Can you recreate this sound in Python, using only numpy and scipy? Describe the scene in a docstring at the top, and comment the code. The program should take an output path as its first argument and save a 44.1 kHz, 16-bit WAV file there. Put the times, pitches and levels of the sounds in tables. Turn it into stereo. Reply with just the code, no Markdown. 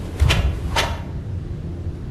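"""A heavy cotton jacket swishes and snaps taut as a barefoot martial artist strikes twice.
Its cloth sounds through tiny popping creases and rubbing fibres. Stepping into the stance,
the feet shuffle, a sole slaps, and the sprung wooden floor booms under the weight.
The hall throws the snaps back over the low rumble and hum of its ventilation."""
import sys
import numpy as np
from scipy import signal
from scipy.fft import rfft, irfft
from scipy.io import wavfile
from scipy.ndimage import uniform_filter1d

SR = 44100
rng = np.random.default_rng(int(sys.argv[2]) if len(sys.argv) > 2 else 0)


def bounce(signal):
    """Save signal as a 16-bit WAV file at the path given by the first command-line argument."""
    frames = np.transpose(np.atleast_2d(signal))
    limited = np.clip(frames, -1, 1)
    pcm = np.round(limited * 32767).astype(np.int16)
    wavfile.write(sys.argv[1], SR, pcm)


N = 92610
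TIME_S = np.arange(N) / SR

# ventilation spectrum (frequency [Hz], relative density [dB])
RUMBLE_COLOUR = [(20, -37), (45, -3.5), (72, -8), (91, -0.5), (114, -8.5), (141, -4.5), (226, -18),
                 (282, -16), (350, -19.5), (560, -28), (640, -30), (900, -36.5), (1640, -40), (2400, -46),
                 (4000, -48.5), (8400, -59.3), (12300, -65), (14500, -84)]
# ventilation stereo width (frequency [Hz], side gain [dB])
RUMBLE_WIDTH = [(100, 1.5), (600, 0.5), (2300, -3.5), (10000, -1.5)]
# fan tones (frequency [Hz], mid-scene level [dB])
FAN_TONES = [(86.1, -34.5), (349.5, -50), (393, -59.5)]
# sliding soles (frequency [Hz], relative density [dB])
SHUFFLE_COLOUR = [(100, -0.5), (220, 1), (500, -1), (750, -8.5), (1200, -23), (4000, -44), (15000, -72)]
# cloth and soles brushing (crest time [s], level [dB], rise [dB/s], fall [dB/s])
SWISHES = [(.045, -45, 43, 77), (0.201, -40.5, 241, 159), (.226, -41.5, 450, 169), (.553, -49, 260, 111),
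           (.735, -42.5, 74, 158), (1.958, -56, 600, 300)]
# brushing spectrum (frequency [Hz], relative density [dB])
SWISH_COLOUR = [(200, -6), (700, -1.5), (1500, -4), (3000, -6.5), (6000, -14.5), (11500, -16), (15000, -32)]
# loose sleeve flaps (time [s], level [dB], pitch [Hz])
FLAPS = [(0.056, -38, 504), (0.223, -31.5, 499), (0.313, -27, 560), (0.37, -29.5, 736.3), (0.766, -17, 911),
         (.786, -19.5, 647), (0.835, -23, 652)]
# puff of a flap (frequency [Hz], relative density [dB])
PUFF_COLOUR = [(100, -9), (250, -4), (400, -1), (650, 3), (950, -2.5), (1400, -1.5), (3000, -10.5),
               (8000, -18), (15000, -57)]
# skin on wood (frequency [Hz], relative density [dB])
SLAP_COLOUR = [(100, -12), (500, 15), (1200, -3), (2250, 2.5), (3200, -9), (4300, -13), (6000, -7),
               (11500, -12), (15000, -30)]
# board rung by the heel (frequency [Hz], level [dB], t60 [s])
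BOARD_MODES = [(2170, -25, 0.024), (3430, -31.5, 0.021), (4180, -33, 0.022), (5560, -41, 0.01)]
# weight on the boards (onset [s], level [dB], pitch [Hz], swell [s])
THUMPS = [(0.208, -6, 77.7, 0.017), (0.2545, -8, 112, 0.007), (0.276, -8.5, 87.6, 0.01),
          (0.323, -16.5, 142.6, 0.008), (0.364, -12, 125, 0.0061), (0.389, -7.5, 69, 0.0058),
          (.437, -14.5, 69.5, 0.014), (0.48, -18.5, 75.3, 0.019), (0.65, -15, 69.5, 0.01),
          (0.818, -21, 55, 0.012), (1.321, -23, 86, 0.018), (1.358, -23, 100, 0.017)]
# floor cavity and hall bass response (frequency [Hz], gain [dB])
BOOM_COLOUR = [(20, -33), (40, -3.5), (62, 2.5), (90, -43), (130, -3), (200, 0.5), (400, -15), (1000, -33),
               (4000, -80)]
# sleeve sweeps (crest time [s], level [dB], rise [dB/s], fall [dB/s])
WHOOSHES = [(0.279, -31.5, 230, 300), (0.728, -36, 300, 160)]
# air past the sleeve (frequency [Hz], relative density [dB])
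WHOOSH_COLOUR = [(150, -27), (450, -2), (750, -0.5), (1100, 3), (1500, -12.5), (2200, -13), (14000, -54)]
# jacket snaps (crest time [s], level [dB], rise [dB/s], fall [dB/s], hold [s])
SNAPS = [(.313, -15, 760, 798, 0.0035), (0.794, -17, 699, 950, 0.017)]
# one spectrum per snap (frequency [Hz], relative density [dB])
SNAP_COLOURS = [
    [(120, -29), (240, -9), (370, -2.5), (830, -8), (1500, -6), (2350, -2), (3100, -4), (3900, -9),
     (6500, -16.5), (11800, -24.5), (14500, -40)],
    [(120, -21), (240, -44), (400, -2), (635, -6), (1080, -6), (1740, -1), (3600, -3.5), (4200, -8.5),
     (6200, -11), (7300, -23.5), (11400, -21.5), (14500, -41)],
]
# cuff crack (frequency [Hz], relative density [dB])
CUFF_COLOUR = [(200, -29), (1700, -22), (2400, 3), (3050, 2), (3900, -33), (14000, -48)]
# snap panning (frequency [Hz], left minus right [dB])
SNAP_BALANCE = [(400, 5.5), (1260, -3.5), (2300, -3), (4200, -1.5), (7800, 0)]
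# hall decay (frequency [Hz], t60 [s])
HALL_DECAY = [(150, 0.5), (660, 0.81), (1700, 0.626), (4500, 0.4934), (9000, .5), (14000, 0.62)]
# hall tail spectrum (frequency [Hz], gain [dB])
HALL_COLOUR = [(100, -5), (600, 4), (1500, 3.5), (3000, 0.5), (5000, 0), (9000, -2), (14000, 2.5)]
# standing waves (frequency [Hz], level [dB], t60 [s])
HALL_MODES = [(649, -63, 0.32), (1315, -65.5, 0.46), (1830, -70, 0.45)]
# overall stereo width (frequency [Hz], side gain [dB])
STEREO_WIDTH = [(30, -55), (90, -51), (160, -29.5), (320, -15.5), (600, -7), (1200, 0.5), (2300, 3.5),
                (5000, 5.5), (10000, 5.5)]


def amp(db):
    """Decibels to gain."""
    return 10 ** (np.asarray(db) / 20)


def unit_rms(x):
    """Scales to an rms of one."""
    return x / np.sqrt(np.mean(x ** 2) + 1e-20)


def lookup(table, hz):
    """Interpolates a table over log frequency."""
    table_hz, values = np.transpose(table)
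    return np.interp(np.log(hz + 1), np.log(table_hz + 1), values)


def colour(x, curve):
    """Filters by a curve of (frequency [Hz], gain [dB])."""
    n = x.shape[-1]
    return irfft(rfft(x) * amp(lookup(curve, np.fft.rfftfreq(n, 1 / SR))), n)


def widen(x, curve):
    """Filters the side signal; the mid passes unchanged."""
    padded_side = np.pad((x[0] - x[1]) / 2, (SR, SR), "reflect", reflect_type="odd")
    mid, side = x.mean(0), colour(padded_side, curve)[SR:SR + N]
    return np.array([mid + side, mid - side])


def crest(at_s, rise_db_per_s, fall_db_per_s, hold_s=0):
    """Rise, hold and fall envelope, linear in dB, peaking at one."""
    before_db = (at_s - hold_s / 2 - TIME_S) * rise_db_per_s
    after_db = (TIME_S - at_s - hold_s / 2) * fall_db_per_s
    return amp(-np.maximum(0, np.maximum(before_db, after_db)))


def crackle(curve, hiss, correlation=0.9, pops_per_s=8000):
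    """Tiny pops, as of creases, plus friction hiss; stereo, unit rms."""
    sizes = amp(-0.5 * np.minimum(rng.exponential(1, (2, N)), 2))
    pops = sizes * rng.choice([-1., 1.], (2, N)) * (rng.random((2, N)) < pops_per_s / SR)
    mid, side = unit_rms(pops) + hiss * rng.standard_normal((2, N))
    mid *= np.sqrt((1 + correlation) / 2)
    side *= np.sqrt((1 - correlation) / 2)
    return unit_rms(colour(np.array([mid + side, mid - side]), curve))


def ventilation_rumble(level_db=-26):
    """Ventilation air rumbles from all sides, its spectrum drifting in patches."""
    frames, hz = N // 512 + 6, np.fft.rfftfreq(2048, 1 / SR)
    left_re, left_im, right_re, right_im, drift = rng.standard_normal((frames, len(hz), 5)).T
    drift = uniform_filter1d(drift, size=14, axis=0)
    patches_db = unit_rms(uniform_filter1d(drift, size=8, axis=1))
    noise = np.array([left_re + 1j * left_im, right_re + 1j * right_im])
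    spectra = noise * amp(lookup(RUMBLE_COLOUR, hz)[:, None] + patches_db)
    rumble = unit_rms(signal.istft(spectra, nperseg=2048, noverlap=1536)[1][:, :N])
    return amp(level_db) * widen(rumble, RUMBLE_WIDTH)


def fan_hum(waver_depth=0.39, waver_hz=5, swell_db_per_s=2):
    """Fan tones waver and slowly swell."""
    out = np.zeros(N)
    waver_band = np.exp(-(np.fft.fftfreq(N, 1 / SR) / waver_hz) ** 2)
    swell_db = swell_db_per_s * (TIME_S - TIME_S.mean())
    for hz, db in FAN_TONES:
        drift = np.fft.ifft(waver_band * np.exp(2j * np.pi * rng.random(N)))
        tone = (1 + waver_depth * drift / drift.std()) * np.exp(2j * np.pi * hz * TIME_S)
        out += amp(db + swell_db) * unit_rms(tone.real)
    return out


def foot_shuffle(level_db=-35):
    """Soles slide and pivot dully into the stance."""
    friction = crackle(SHUFFLE_COLOUR, hiss=3.6, correlation=0.78)
    return friction * amp(level_db) * crest(at_s=0.46, rise_db_per_s=10.5, fall_db_per_s=84)


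def swishes():
    """Cloth and soles brush softly as the body turns."""
    envelope = sum(amp(db) * crest(at_s, *slopes) for at_s, db, *slopes in SWISHES)
    return crackle(SWISH_COLOUR, hiss=3.5, correlation=0.78) * envelope


def sleeve_flaps(wander_rms_hz=30.6, note_to_puff=1.41):
    """Loose cloth billows: a dull puff and a short hollow note."""
    out, puff = np.zeros((2, N)), crackle(PUFF_COLOUR, hiss=0.9)
    for at_s, db, hz in FLAPS:
        wander_hz = wander_rms_hz * unit_rms(uniform_filter1d(rng.standard_normal(N), size=120))
        note = note_to_puff * np.sin(2 * np.pi * np.cumsum(hz + wander_hz) / SR)
        out += unit_rms(puff + note) * amp(db) * crest(at_s, rise_db_per_s=2202, fall_db_per_s=608)
    return out


def sole_slap(sole_s=0.1995, sole_db=-22.5, heel_s=0.2014):
    """Skin lands on varnished wood, then the heel rings the board."""
    envelope = amp(sole_db) * crest(sole_s, rise_db_per_s=3300, fall_db_per_s=2300)
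    age_s = np.maximum(TIME_S - heel_s, 0)
    board = sum(amp(db - 60 * age_s / t60_s) * np.sin(2 * np.pi * hz * age_s)
                for hz, db, t60_s in BOARD_MODES)
    return crackle(SLAP_COLOUR, hiss=0.43) * envelope + board


def floor_thumps():
    """Each push swings the sprung floor for a few cycles."""
    out = np.zeros(N)
    for onset_s, db, hz, swell_s in THUMPS:
        age_s = np.maximum(TIME_S - onset_s, 0)
        envelope = (age_s / swell_s * np.exp(1 - age_s / swell_s)) ** 2
        out += amp(db) * envelope * np.sin(2 * np.pi * hz * age_s)
    return out


def floor_boom(thumps, t60_s=0.5, build_s=0.021):
    """The floor cavity and the hall keep the bass rolling."""
    tail = rng.standard_normal(N) * amp(-60 * TIME_S / t60_s) * (1 - np.exp(-TIME_S / build_s))
    spectrum = rfft(tail)
    whitened = irfft(spectrum / np.sqrt(uniform_filter1d(abs(spectrum) ** 2, size=60)), N)
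    return signal.fftconvolve(thumps, colour(whitened, BOOM_COLOUR)[:SR])[:N]


def sleeve_whooshes():
    """Air rushes past the sleeve before each snap."""
    envelope = sum(amp(db) * crest(at_s, *slopes) for at_s, db, *slopes in WHOOSHES)
    return crackle(WHOOSH_COLOUR, hiss=2.1) * envelope


def jacket_snaps(hiss=0.85, cuff_s=0.3105, cuff_db=-13.5):
    """The sleeve whips taut twice, treble leaning right; the cuff cracks on the first strike."""
    sleeve = sum(crackle(curve, hiss) * crest(at_s, *shape) * amp(db)
                 for (at_s, db, *shape), curve in zip(SNAPS, SNAP_COLOURS))
    cuff_envelope = amp(cuff_db) * crest(cuff_s, rise_db_per_s=1800, fall_db_per_s=1400)
    left, right = sleeve + crackle(CUFF_COLOUR, hiss) * cuff_envelope
    return np.array([colour(left, [(hz, db / 2) for hz, db in SNAP_BALANCE]),
                     colour(right, [(hz, -db / 2) for hz, db in SNAP_BALANCE])])


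def floor_reflection(x, delay_s=0.00292, gain_db=-6.5):
    """Direct sound plus its mirror image off the hard floor: a comb filter."""
    return x + amp(gain_db) * np.pad(x, ((0, 0), (round(delay_s * SR), 0)))[:, :N]


def hall_reverb(x, tail_db=-4.5, build_s=0.0046):
    """A diffuse tail, longest in the mids, with a few standing waves."""
    hz, frame_s, spectra = signal.stft(rng.standard_normal((2, N)), SR, nperseg=256)
    decay = amp(-60 * frame_s / lookup(HALL_DECAY, hz)[:, None])
    tail = signal.istft(spectra * decay, SR, nperseg=256)[1][:, :N]
    tail *= 1 - np.exp(-TIME_S / build_s)
    tail = amp(tail_db) * colour(tail / np.linalg.norm(tail[0]), HALL_COLOUR)
    tail += sum(amp(db - 60 * TIME_S / t60_s) * np.sin(2 * np.pi * mode_hz * TIME_S)
                for mode_hz, db, t60_s in HALL_MODES)
    return signal.fftconvolve(x.mean(0)[None], tail[:, :SR], axes=1)[:, :N]


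def scene():
    """Cloth and feet in the ventilated hall."""
    bright = floor_reflection(jacket_snaps()) + sleeve_flaps() + sleeve_whooshes()
    bright += swishes() + sole_slap()
    thumps = floor_thumps()
    movement = bright + hall_reverb(bright) + foot_shuffle() + thumps + floor_boom(thumps)
    return movement + ventilation_rumble() + fan_hum()


def record(dry):
    """Narrows the bass, widens the treble, then low-passes."""
    cutoff_hz = 14600
    lowpass = signal.firwin(255, cutoff_hz, window=("kaiser", 9), fs=SR)
    wide = np.pad(widen(dry, STEREO_WIDTH), ((0, 0), (127, 127)), "reflect", reflect_type="odd")
    return signal.oaconvolve(wide, lowpass[None], "valid")


dry = scene()
out = record(dry)
bounce(out)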